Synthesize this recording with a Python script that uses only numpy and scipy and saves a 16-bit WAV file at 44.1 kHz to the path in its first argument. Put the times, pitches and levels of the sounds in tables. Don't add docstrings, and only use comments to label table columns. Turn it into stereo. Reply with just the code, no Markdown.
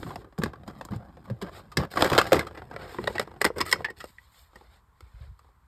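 import sys
import numpy as np
from scipy import signal
from scipy.fft import rfft, irfft, next_fast_len
from scipy.io import wavfile
from scipy.ndimage import uniform_filter1d, minimum_filter1d

SR = 44100
rng = np.random.default_rng(int(sys.argv[2]) if len(sys.argv) > 2 else 0)


def log_audio(samples):
    frames = np.atleast_2d(samples).T
    limited = np.clip(frames, -1, 1)
    pcm = np.round(limited * 32767).astype(np.int16)
    wavfile.write(sys.argv[1], SR, pcm)


N = 250043

# start_s, level_db, bass_db, clack_db, tick_db, nominal_t60_s, spot_hz, second_hz
DRAWER_BLOWS = [ (.029, -40, -3, -4.5, -19, 0.024, 1550, 3250), (.105, -37, -13, -16, -21, 0.034, 990, 610),
                (.157, -39.5, -1.5, -3, -7.5, 0.029, 1000, 710),
                (.379, -46.5, -9, -6, -14, 0.023, 1490, 1000), (.385, -45, 12, -7, 1.5, 0.035, 393, 1110),
                (.417, -39, -23, -2, -15, 0.05, 1160, 1700), (.435, -40, 18, 9, 5.5, 0.024, 1670, 1115),
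                (.458, -39.5, 4.5, -4.5, -14, 0.032, 1020, 1660),
                (.676, -44, 8.5, -5.5, -7, 0.06, 1040, 5060),
                (.810, -38, -8, -7.5, -14.5, 0.035, 1030, 720), (.85, -50.5, 2, -6, 6, .022, 1000, 3500),
                (.917, -47, 1, -6, -20, 0.049, 1057, 2020), (.933, -44.5, -4, -6, -20, 0.045, 940, 1440),
                (.961, -61.5, 7, -8, 5, 0.02, 1000, 2510),
                (1.299, -44.5, 7.5, -6.5, -13.5, 0.038, 530, 1650),
                (1.414, -45, -3, 5, -6, 0.052, 1004, 4670),
                (1.4215, -44.5, 8.5, 0.5, -0.5, 0.047, 394, 1060),
                (1.716, -49, -16.5, -2, -4, 0.069, 1220, 900), (1.77, -33, 8, 11.5, 4.5, 0.034, 5350, 1732),
                (1.828, -39.5, -3, -10, -21.5, 0.051, 470.5, 792),
                (1.970, -23.5, -7, -4.5, -18, 0.068, 1580, 1072),
                (2.007, -27.5, -9, -1, -10, 0.059, 734, 3314),
                (2.0222, -29, -15.5, 8, 3.5, 0.0084, 3390, 3102),
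                (2.0232, -13, -17, -21.5, -31, 0.0086, 789, 572),
                (2.026, -19.5, -7, -17.5, -22, 0.0088, 560, 1145),
                (2.044, -27, -6.5, -2.5, -4, 0.03, 1580, 455),
                (2.053, -31, 2, -0.5, -17, 0.047, 1630, 2284),
                (2.06, -32.5, -3.5, -8.5, -16, 0.012, 440, 1585),
                (2.07, -36, -4, 0, -15.5, 0.044, 1550, 2294),
                (2.099, -30.5, -22.5, -2, -4.5, 0.028, 1160, 3335),
                (2.117, -26, 2, -9.5, -18.5, .022, 980, 460),
                (2.127, -28.5, 1.5, 1, -6.5, 0.065, 970, 2620),
                (2.133, -31, -2.5, -2.5, -11.5, 0.017, 1130, 1450),
                (2.149, -32, 4.5, 0.5, -8, .035, 1285, 2146), (2.164, -35, -5.5, -7, -15, 0.021, 720, 1205),
                (2.1785, -16.5, -17, -5, -9.5, 0.019, 2790, 4110),
                (2.1815, -23.5, -2.5, -13, -20, .018, 420, 737),
                (2.184, -19, -8.5, 4.5, -5, 0.038, 1396, 2640), (2.195, -31, 0.5, 0, -7, 0.035, 1134, 5455),
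                (2.213, -32, -2.5, 5.5, -3.5, 0.031, 1240, 1983),
                (2.252, -38.5, -17, -3, -20, 0.042, 706, 2004),
                (2.269, -43.5, -5.5, 2.5, -1, 0.034, 1900, 1257),
                (2.3195, -20, -3.5, -9, -16, 0.03, 586, 2490),
                (2.3295, -16, -6, -4.5, -3.5, 0.016, 432, 2443),
                (2.341, -31, -2, 1, -15.5, 0.063, 1280, 2037), (2.354, -30.5, 3, -5, -8, 0.055, 442, 1230),
                (2.365, -37, 8.5, 2, -5.5, 0.036, 1960, 1298),
                (2.392, -31, -11.5, 0, -3.5, 0.029, 2080, 514),
                (2.407, -41, -3, 4.5, -15, 0.053, 1680, 4220),
                (2.467, -42.5, -5.5, -1, -7, 0.058, 1263, 428),
                (2.572, -45.5, -2, 3, -17, 0.069, 420, 1740), (2.619, -43, -9, -10.5, -24, 0.02, 700, 1320)]
# start_s, level_db, bass_db, clack_db, tick_db, nominal_t60_s, spot_hz, second_hz
TOY_BLOWS = [ (2.762, -36.5, -14.5, -4.5, -20, 0.022, 579, 2287),
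             (2.985, -36.5, 3.5, -4.5, -39, 0.019, 1060, 375.5), (3.04, -45.5, 1, 5, -8, 0.02, 515, 4120),
             (3.0735, -39.5, 2, 9, -4.5, 0.012, 3770, 1830),
             (3.0765, -28.5, -13.5, -2.5, -18, 0.023, 576, 844),
             (3.102, -46.5, 0, -12, -12, 0.032, 546, 900), (3.151, -37.5, -3, 2, -12.5, 0.087, 661, 2750),
             (3.181, -42.5, 4.5, 9, -7, 0.019, 1940, 2650), (3.1955, -28, -8, 1, -6.5, 0.021, 559, 3540),
             (3.4145, -25.5, -5, -3.5, -3, 0.029, 1980, 1134),
             (3.4435, -33, -1.5, 6.5, 3.5, 0.029, 1106, 1994),
             (3.4495, -21, -7.5, -4, -2.5, 0.024, 1965, 1037), (3.46, -31, -2.5, 1, -11, 0.049, 2060, 381),
             (3.5015, -36.5, -7, -26.5, -35.5, 0.018, 470, 1060),
             (3.582, -43, 4.5, 1, 4, 0.038, 1480, 5460), (3.604, -31, 0, 2, -1.5, 0.063, 1150, 5300),
             (3.612, -35, -8, 14, -2.5, 0.021, 5320, 1066), (3.713, -40, -9.5, 7, 8.5, .05, 5730, 1950),
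             (3.726, -27.5, -12.5, 9.5, 5, 0.023, 1890, 5160),
             (3.731, -32.5, -4, 0, -12.5, 0.033, 1500, 1000),
             (3.805, -40.5, -2.5, -19.5, -32, 0.023, 717, 1060),
             (3.8442, -37.5, -11, 11, -9.5, 0.06, 1820, 1730), (3.901, -48, 2.5, -1, -5, 0.038, 1870, 480),
             (4.002, -50.5, -30, 12, 1.5, 0.077, 1296, 1663),
             (4.041, -39.5, -9.5, -14, -10, 0.022, 524, 1284),
             (4.183, -74.5, -17, 25.5, -30, 0.027, 1986, 1900),
             (4.556, -51, -2.5, -5.5, -6.5, 0.044, 1870, 480),
             (5.006, -57.5, -1.5, -0.5, 0, 0.02, 1430, 2114), (5.391, -60, -25.5, -8, -4, .035, 1167, 4600)]
# start_s, nominal_peak_db, nominal_pitch_hz, t60_s
WALL_PUSHES = [(0.048, -34, 165.3, 0.24), (0.386, -23, 174.5, 0.086), (0.442, -28.5, 145, 0.088),
               (.921, -27.5, 183, 0.071), (0.956, -33, 122, 0.21), (1.307, -23.5, 125.3, 0.12),
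               (1.42, -31.5, 182, 0.14), (1.776, -18.5, 130, 0.085), (2.128, -26, 138, 0.096),
               (2.335, -28.5, 89, 0.4), (2.994, -34, 202.4, 0.063), (3.621, -36, 81, .14),
               (5.022, -43.5, 56.5, 0.21), (5.141, -36, 54.2, 0.14), (5.206, -36.5, 69.8, 0.23),
               (5.274, -37, 58.6, 0.25), (5.305, -43.5, 87, 0.098)]
# mode_hz, width_hz, above_dense_rest_db
DRAWER_SHELL = [(200, 19, 2.5), (332, 60, 4), (400, 60, 2), (540, 79, 8.5), (775, 150, 4.5), (1115, 63, 4),
                (1140, 33, 5), (1213, 35, 4.5), (1605, 41, 3), (2040, 66, 5), (2660, 120, 4.5),
                (3180, 200, 3.5), (4100, 150, 8), (4940, 1400, 8), (7950, 720, 0.5)]
# mode_hz, width_hz, above_dense_rest_db
TOY_SHELL = [(410, 70, 5.2), (483, 60, 8.6), (530, 77, 6.1), (895, 270, 1.4), (1020, 160, 4.8),
             (1290, 17, 5.6), (1583, 39, 2), (1962, 93, 9.8), (2220, 60, 7.9), (2760, 440, 7.7),
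             (3520, 97, 3.1), (4370, 490, 7.9), (5120, 480, 7.8), (8070, 430, 6.4)]
# start_s, length_s, scrape_db_per_octave, rumble_db, hiss_db
SLIDES = [(0, 0.047, -56.5, 11, -22), (0.062, 0.078, -49.5, 4.5, -16), (0.16, 0.12, -60, 5, -37),
          (0.396, 0.096, -51, 10, -18), (0.513, 0.12, -62.5, 9, -23), (0.664, 0.19, -57.5, 5, -14),
          (0.908, 0.063, -57, 16, -8.5), (0.983, 0.13, -55.5, -2, -28), (1.243, 0.018, -53.5, -5, -13),
          (1.27, 0.068, -59.5, 7, -27), (1.416, 0.079, -45, -10, -21.5), (1.523, 0.095, -54, -7, -21),
          (1.787, 0.064, -36.5, -1, -19.5), (1.909, 0.094, -55.5, -6, 2.5),
          (1.962, 0.21, -36.5, -5.5, -8.5), (2.218, 0.2, -44, -5, -10.5), (2.33, 0.068, -39, 2, -13.5),
          (2.548, 0.049, -49.5, -18, -17.5), (2.706, 0.095, -53.5, 1, -19), (2.789, 0.065, -49, -25, -20),
          (2.867, 0.12, -52.5, -20, -14), (3.009, 0.17, -51.5, 6, -16), (3.199, 0.029, -45.5, -9, -8),
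          (3.407, .008, -41.5, -16, -12.5), (3.45, 0.032, -37.5, -5, -12), (3.561, 0.07, -43, -7, -15),
          (3.654, 0.088, -52.5, -7.5, 6), (3.74, 0.083, -52, 7.5, -9.5), (3.967, 0.13, -69, 5, 6.5)]
# time_s, scrape_db_per_octave
RESTING_HAND = [(0, -79.5), (1.1, -66.5), (2.6, -60.5), (3.8, -65.5), (4.15, -91), (5.67, -89.5)]
# fullest_s, half_width_s, level_at_3_khz_db, tilt_db_per_octave
SLEEVE_PASSES = [(.02, .03, -57, 4.5), (.09, 0.043, -53.5, 1.5), (.2, 0.021, -60, 1.5),
                 (1.565, 0.029, -49, .5), (2.831, 0.027, -46.5, -4), (2.92, 0.031, -46.5, -0.5),
                 (3.029, 0.068, -52.5, -1), (3.125, 0.046, -50.5, 0), (3.222, 0.0096, -43.5, -2.5),
                 (4.089, 0.051, -64.5, 4.5), (4.23, 0.051, -63, 1.5), (4.389, 0.053, -58, 3),
                 (4.61, 0.079, -63, -0.5), (4.745, 0.033, -61, -1), (5.06, .06, -66, -1),
                 (5.22, 0.058, -62, -1.5), (5.43, .06, -73, 0.5)]
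# frequency_hz, level_db_per_hz
BRUSH_COLOUR = [(100, -11.5), (400, 0.5), (1000, -2), (2000, -2.5), (4500, -4), (8000, -12.5),
                (13000, -16.5), (16000, -22)]
# start_s, length_s, level_db, mean_pitch_hz
TOY_SQUEAKS = [(3.595, 0.019, -35.5, 1980), (3.65, 0.065, -46, 1973), (3.663, .055, -47.5, 1242),
               (3.881, 0.025, -40.5, 1904)]
# start_s, level_db (before source gain)
FINGER_TAPS = [(.064, -49.5), (.217, -56), (0.244, -53), (.324, -56.5), (.533, -45.5), (0.556, -54.5),
               (0.633, -52.5), (.698, -49), (.886, -51), (.961, -54.5), (1.169, -53), (1.28, -58),
               (1.593, -52.5), (1.937, -43.5), (1.958, -41), (2.382, -39), (2.426, -43.5), (2.509, -49),
               (2.711, -44.5), (2.738, -45.5), (2.944, -44), (3.273, -47), (3.314, -51.5), (3.338, -56),
               (3.361, -54), (3.662, -46.5), (3.757, -44.5), (3.884, -49.5), (4.531, -63.5), (4.609, -58),
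               (4.637, -65), (5.444, -65.5), (5.487, -67)]
# frequency_hz, level_db_per_hz
AIR_COLOUR = [(25, -8.5), (55, 10), (110, -4.5), (220, -17.5), (450, -28), (700, -22.5), (1020, -10.5),
              (1600, -22.5), (2700, -31), (5000, -35.5), (9000, -37.5), (13500, -37.5), (16000, -51.5)]
# frequency_hz, left_lead_rad
PORT_LEAD = [(0, 0), (600, -1.1), (1290, -0.0), (1720, -0.1), (2670, 2.5), (3620, 1.0), (4050, 0.9),
             (4570, 1.8), (5080, 1.5), (5770, 3.0), (6800, 4.1), (7410, 5.9), (8960, 6.9), (9730, 9.3),
             (10900, 9.5), (11800, 12.1), (13500, 13.2), (14000, 15.4), (15600, 15.9), (16200, 15.1)]
# frequency_hz, left_minus_right_db
PORT_SHADE = [(100, -0.5), (400, -0.3), (680, -2.5), (1150, -6), (1500, -1), (2000, 0), (3050, -2.5),
              (4100, 0.5), (4600, -4), (5600, 0.5), (12000, 0.5)]
BAND_HZ = 62.5 * 2 ** np.arange(9)

PLAIN_T60_S = 0.033
TAP_BASS_DB, TAP_CLACK_DB, TAP_TICK_DB, TAP_T60_S = -0.5, -8, -18, 0.031
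CATCHES_PER_S, CATCH_T60_S = 26, 0.022
CATCH_DB, CATCH_SPREAD_DB, CATCH_BASS_DB, CATCH_CLACK_DB, CATCH_TICK_DB = -12, 1, -2.5, 3, -1.5
TRAY_FROM_S = 2.4
EASE_DB = -4
PLAIN_STROKE_S, GRIP_S, RELEASE_T60_S = 0.08, 0.0046, 0.07
BASS_LAG_POWER = 0.15
TOUCH_RUMBLE_DB, TOUCH_HISS_DB = 6.5, -14
AIR_DB = -59
EDGE_HZ = 16400


def knocks(rows, modes, level_db, boom_db, top_db, ring_db, ring_t60_s, rise_cycles, hold_s, damping,
           spot_db, echo, tone_db, tone_t60_s, second_db=5.0, second_tone_db=-6, glance_db=4, snap=5,
           spot_width_hz=110, spot_q=14, apart=0.24, size=8192):
    t = np.arange(size) / SR
    hz = np.fft.rfftfreq(size, 1 / SR)
    out = np.zeros((2, N))
    bands, body, centre = octaves(hz), shell(modes, hz), BAND_HZ[:, None]
    first_touch = snap * np.exp(-2j * np.pi * hz * 0.0013)
    dying = np.minimum(2 * (1 - t / t[-1]), 1) ** 2
    for s, db, bass, clack, tick, t60, spot_hz, second_hz in rows:
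        glance = t60 / PLAIN_T60_S
        loose_db = glance_db * np.log2(glance)
        blow_db = level_db + db
        rise = 1 - np.exp(-(t / (0.001 * glance + rise_cycles / centre)) ** 2)
        age = np.maximum(t - hold_s * glance, 0) * (0.15 + centre / 1500) ** damping
        burst = amp(-60 * age / t60)
        ring = amp(ring_db + min(loose_db, 0) - 60 * age / ring_t60_s)
        contact = rfft(pair(rng.standard_normal((2, size)), apart)) + first_touch
        waves = irfft(contact[:, None] * bands) * rise * (burst + ring)
        waves = irfft(rfft(waves) * body * echoes(hz, echo))
        waves /= np.sqrt((waves ** 2).mean(0).sum(1, keepdims=True) / (SR / 100))
        colour = [(62, bass + boom_db), (250, bass), (750, 0.0011), (2500, clack),
                  (8000, tick), (16000, tick + top_db)]
        blow = (waves * amp(blow_db + read(colour, BAND_HZ))[:, None]).sum(1)
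        favoured = [(spot_hz, spot_db), (second_hz, second_db)]
        spot = shell([(f, spot_width_hz + f / spot_q, lift) for f, lift in favoured], hz)
        tones = sum(amp(read(colour, f) + lift) * clean_ring(t, f, tone_t60_s * glance ** 1.1)
                    for f, lift in [(spot_hz, 0), (second_hz, second_tone_db)])
        add(out, s, irfft(rfft(blow) * spot) * dying)
        add(out, s + 0.0008, amp(blow_db + tone_db - max(loose_db, 0)) * tones * dying)
    return out


def clean_ring(t, hz, t60_s, rise_cycles=1.1):
    envelope = (1 - np.exp(-(t * hz / rise_cycles) ** 2)) * amp(-60 * t / t60_s)
    swing = envelope * np.sin(2 * np.pi * (hz * t + rng.random()))
    return swing / np.sqrt(np.sum(swing ** 2) / (SR / 100))


def echoes(hz, gain, count=2):
    delays_s = rng.uniform(0.0005, 0.003, count)
    return 1 + sum(gain * np.exp(-2j * np.pi * hz * delay_s) for delay_s in delays_s)


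def catches():
    rows = []
    for s, length, db, _, hiss in SLIDES:
        slots = np.arange(0, length, 1 / CATCHES_PER_S)
        for slot, (late, size, spot, second) in zip(slots, rng.random((32, 4))):
            at = slot + late / CATCHES_PER_S
            if at >= length:
                continue
            level_db = db + CATCH_DB + CATCH_SPREAD_DB * (2 * size - 1)
            rows.append((s + at, level_db, CATCH_BASS_DB, CATCH_CLACK_DB + hiss / 2, CATCH_TICK_DB + hiss,
                         CATCH_T60_S, 500 * 2 ** (2 * spot), 1200 * 2 ** (2 * second)))
    return rows


def taps():
    spots = rng.random((len(FINGER_TAPS), 2))
    return [(s, db, TAP_BASS_DB, TAP_CLACK_DB, TAP_TICK_DB, TAP_T60_S,
             1000 * 2 ** (spot - 0.5), 450 * 2 ** (2 * second))
            for (s, db), (spot, second) in zip(FINGER_TAPS, spots)]


def thuds(rise_s=0.0062, sag=0.12, overtone=1.6, overtone_db=-5, wobble=0.082):
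    t, out = np.arange(SR // 3) / SR, np.zeros((2, N))
    for s, db, hz, t60 in WALL_PUSHES:
        bend = sag * (2 * np.exp(-t / 0.032) - 1) + wobble * unevenness(len(t))
        angle = 2 * np.pi * np.cumsum(hz * (1 + bend)) / SR
        envelope = (1 - np.exp(-(t / rise_s) ** 2)) * amp(-60 * t / t60)
        upper = amp(overtone_db - 30 * t / t60) * np.sin(overtone * angle + 2 * np.pi * rng.random())
        add(out, s, amp(db) * envelope / envelope.max() * (np.sin(angle) + upper))
    return out


def rubbing(level_db=-1, slips_per_s=1100, spread_db=2.0, smooth=0.54, judder_db=0.45, patchy_db=2.0,
            echo=0.37, apart=0.055):
    size = next_fast_len(N)
    t, hz = np.arange(size) / SR, np.fft.rfftfreq(size, 1 / SR)
    slip_gain = amp(spread_db * np.minimum(rng.exponential(1, size), 3))
    slips = (rng.random(size) < slips_per_s / SR) * slip_gain
    friction = rng.standard_normal((2, size)) * (smooth + unit(slips))
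    drive = friction * amp(judder_db * unevenness(size, order=240))
    push = rfft(moving_echoes(pair(drive, apart), echo))
    drawer = irfft(push * shell(DRAWER_SHELL, hz), size)
    tray = irfft(push * shell(TOY_SHELL, hz), size)
    wave = rfft(np.where(t < TRAY_FROM_S, drawer, tray))
    times = t[::64]
    out = np.zeros((2, size))
    for band, centre in zip(octaves(hz), BAND_HZ):
        gain = np.interp(t, times, pressure(times, centre))
        out += unit(irfft(wave * band, size)) * gain * amp(patchy_db * unevenness(size))
    return amp(level_db) * out[:, :N]


def pressure(t, centre_hz, sub_db=-3.0, presence_db=2, top_db=-5):
    def colour(rumble, hiss):
        points = [(62, rumble + sub_db), (135, rumble), (850, 0.0016),
                  (4200, hiss + presence_db), (14000, hiss + top_db)]
        return read(points, centre_hz)

    lag = max(750 / centre_hz, 0.5) ** BASS_LAG_POWER
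    resting_db = np.interp(t, *np.transpose(RESTING_HAND))
    power = amp(resting_db + colour(TOUCH_RUMBLE_DB, TOUCH_HISS_DB)) ** 2
    for s, length, db, rumble, hiss in SLIDES:
        age = np.maximum(t - s, 0)
        along = np.minimum(age / length, 1)
        slow = lag * np.sqrt(length / PLAIN_STROKE_S)
        grip = 0.5 + 0.5 * np.tanh((t - s) / (GRIP_S * slow))
        ease_db = EASE_DB * (along - 0.5)
        release_db = -60 * np.maximum(age - length, 0) / (RELEASE_T60_S * slow)
        power += (grip * amp(db + ease_db + release_db + colour(rumble, hiss))) ** 2
    return np.sqrt(power)


def moving_echoes(x, gain, delay_s=0.0016, drift=0.3, count=2):
    at = np.arange(x.shape[1])
    delays = [delay_s * SR * np.exp(drift * unevenness(len(at), order=10000)) for _ in range(count)]
    return x + gain * sum(x[:, np.maximum(at - np.round(delay).astype(int), 0)] for delay in delays)


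def brushes(patchy_db=1.76, echo=0.37, apart=0.061):
    size = next_fast_len(N)
    t, hz = np.arange(N) / SR, np.fft.rfftfreq(size, 1 / SR)
    times = t[::64]
    friction = moving_echoes(pair(rng.standard_normal((2, size)), apart), echo)
    hiss = rfft(friction) * amp(read(BRUSH_COLOUR, hz))
    hiss /= np.sqrt(np.mean(irfft(hiss, size) ** 2))
    out = np.zeros((2, N))
    for band, centre in zip(octaves(hz) ** 2, BAND_HZ):
        power = sum(amp(db + tilt * np.log2(centre / 3000)) ** 2 * np.exp(-((times - s) / width) ** 2)
                    for s, width, db, tilt in SLEEVE_PASSES)
        gain = np.interp(t, times, np.sqrt(power))
        out += irfft(hiss * band, size)[:, :N] * gain * amp(patchy_db * unevenness(N))
    return out


def squeaks(width_hz=130, sag=0.03):
    out, pole = np.zeros((2, N)), np.exp(-np.pi * width_hz / SR)
    for s, length, db, hz in TOY_SQUEAKS:
        along = np.linspace(0, 1, round(length * SR))
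        slips = rng.standard_normal((2, SR // 5))
        swing = signal.lfilter([1], [1, -2 * pole, pole ** 2], slips[0] + 1j * slips[1])
        swing = swing[-len(along):]
        turn = np.exp(2j * np.pi * np.cumsum(hz * (1 + sag * (0.5 - along))) / SR)
        add(out, s, amp(db) * unit((swing * turn).real * np.sqrt(along * (1 - along))))
    return out


def air(apart=0.44):
    noise = rfft(pair(rng.standard_normal((2, N)), apart))
    colour = amp(read(AIR_COLOUR, np.fft.rfftfreq(N, 1 / SR)))
    return amp(AIR_DB) * unit(irfft(noise * colour, N))


def room(x, wet_db=-20, t60_s=0.14, dull_hz=4500):
    t = np.arange(SR // 2) / SR
    tail = rng.standard_normal((2, len(t))) * amp(-60 * t / t60_s) * (t > 0.005)
    tail /= np.linalg.norm(tail[0])
    tail = signal.sosfilt(signal.butter(1, dull_hz, fs=SR, output="sos"), tail)
    return amp(wet_db) * signal.oaconvolve(x, tail, axes=1)[:, :N]


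def ports(x, mono_hz=260):
    size = next_fast_len(N + SR // 10)
    hz = np.fft.rfftfreq(size, 1 / SR)
    lead = np.interp(hz, *np.transpose(PORT_LEAD))
    shade = amp(read(PORT_SHADE, hz))
    response = np.array([shade * np.exp(0.5j * lead), np.exp(-0.5j * lead)])
    z = rfft(x, size) * response / np.sqrt((1 + shade ** 2) / 2)
    mid = z.mean(0)
    return irfft(mid + (z - mid) * np.clip(hz / mono_hz, 0.5, 1), size)[:, :N]


def amp(db):
    return 10 ** (np.asarray(db) / 20)


def unit(x):
    return x / np.sqrt(np.mean(x ** 2) + 1e-24)


def read(points, hz):
    f, value = np.transpose(points)
    return np.interp(np.log(hz + 1), np.log(f + 1), value)


def add(mix, s, sound):
    part = mix[:, max(round(s * SR), 0):][:, :sound.shape[-1]]
    part += sound[..., :part.shape[1]]


def octaves(hz):
    away = np.log2(np.maximum(hz, 1) / BAND_HZ[:, None])
    return np.cos(np.pi / 2 * np.clip(away, -1, 1))


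def shell(modes, hz):
    return 1 + sum((amp(db) - 1) / (1 + 2j * (hz - f) / width) for f, width, db in modes)


def pair(z, apart):
    return np.array([z[0] + apart * z[1], z[0] - apart * z[1]])


def unevenness(size, order=400):
    return unit(uniform_filter1d(uniform_filter1d(rng.standard_normal(size), order), order // 2))


def scene():
    drawer = knocks(DRAWER_BLOWS + taps() + catches(), DRAWER_SHELL, level_db=-3.5, boom_db=-19.5,
                    top_db=-14, ring_db=-16.5, ring_t60_s=0.18, rise_cycles=0.4, hold_s=0.0018,
                    damping=0.23, spot_db=8.0, echo=0.32, tone_db=4.5, tone_t60_s=0.024)
    toys = knocks(TOY_BLOWS, TOY_SHELL, level_db=-3, boom_db=-27.0,
                  top_db=-11.5, ring_db=-16.5, ring_t60_s=0.092, rise_cycles=0.44, hold_s=0.0012,
                  damping=0.18, spot_db=8.5, echo=0.27, tone_db=5.5, tone_t60_s=0.026)
    near = drawer + toys + thuds() + rubbing() + brushes() + squeaks()
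    return ports(near + air() + room(near))


def record(dry, low_cut_hz=32, ceiling_db=-1, recovery_db_per_s=250):
    thinned = signal.sosfilt(signal.butter(2, low_cut_hz, "high", fs=SR, output="sos"), dry)
    peak_db = 20 * np.log10(abs(thinned).max(0) + 1e-9)
    over_db = np.maximum(peak_db - ceiling_db, 0)
    over_db = -minimum_filter1d(-over_db, size=65)
    fall_db = np.arange(N) * recovery_db_per_s / SR
    held_db = np.maximum.accumulate(over_db + fall_db) - fall_db
    limited = thinned / amp(uniform_filter1d(held_db, size=65))
    low_pass = signal.firwin(301, EDGE_HZ, window=("kaiser", 9), fs=SR)
    return signal.oaconvolve(limited, low_pass[None], "same", axes=1)


dry = scene()
out = record(dry)
log_audio(out)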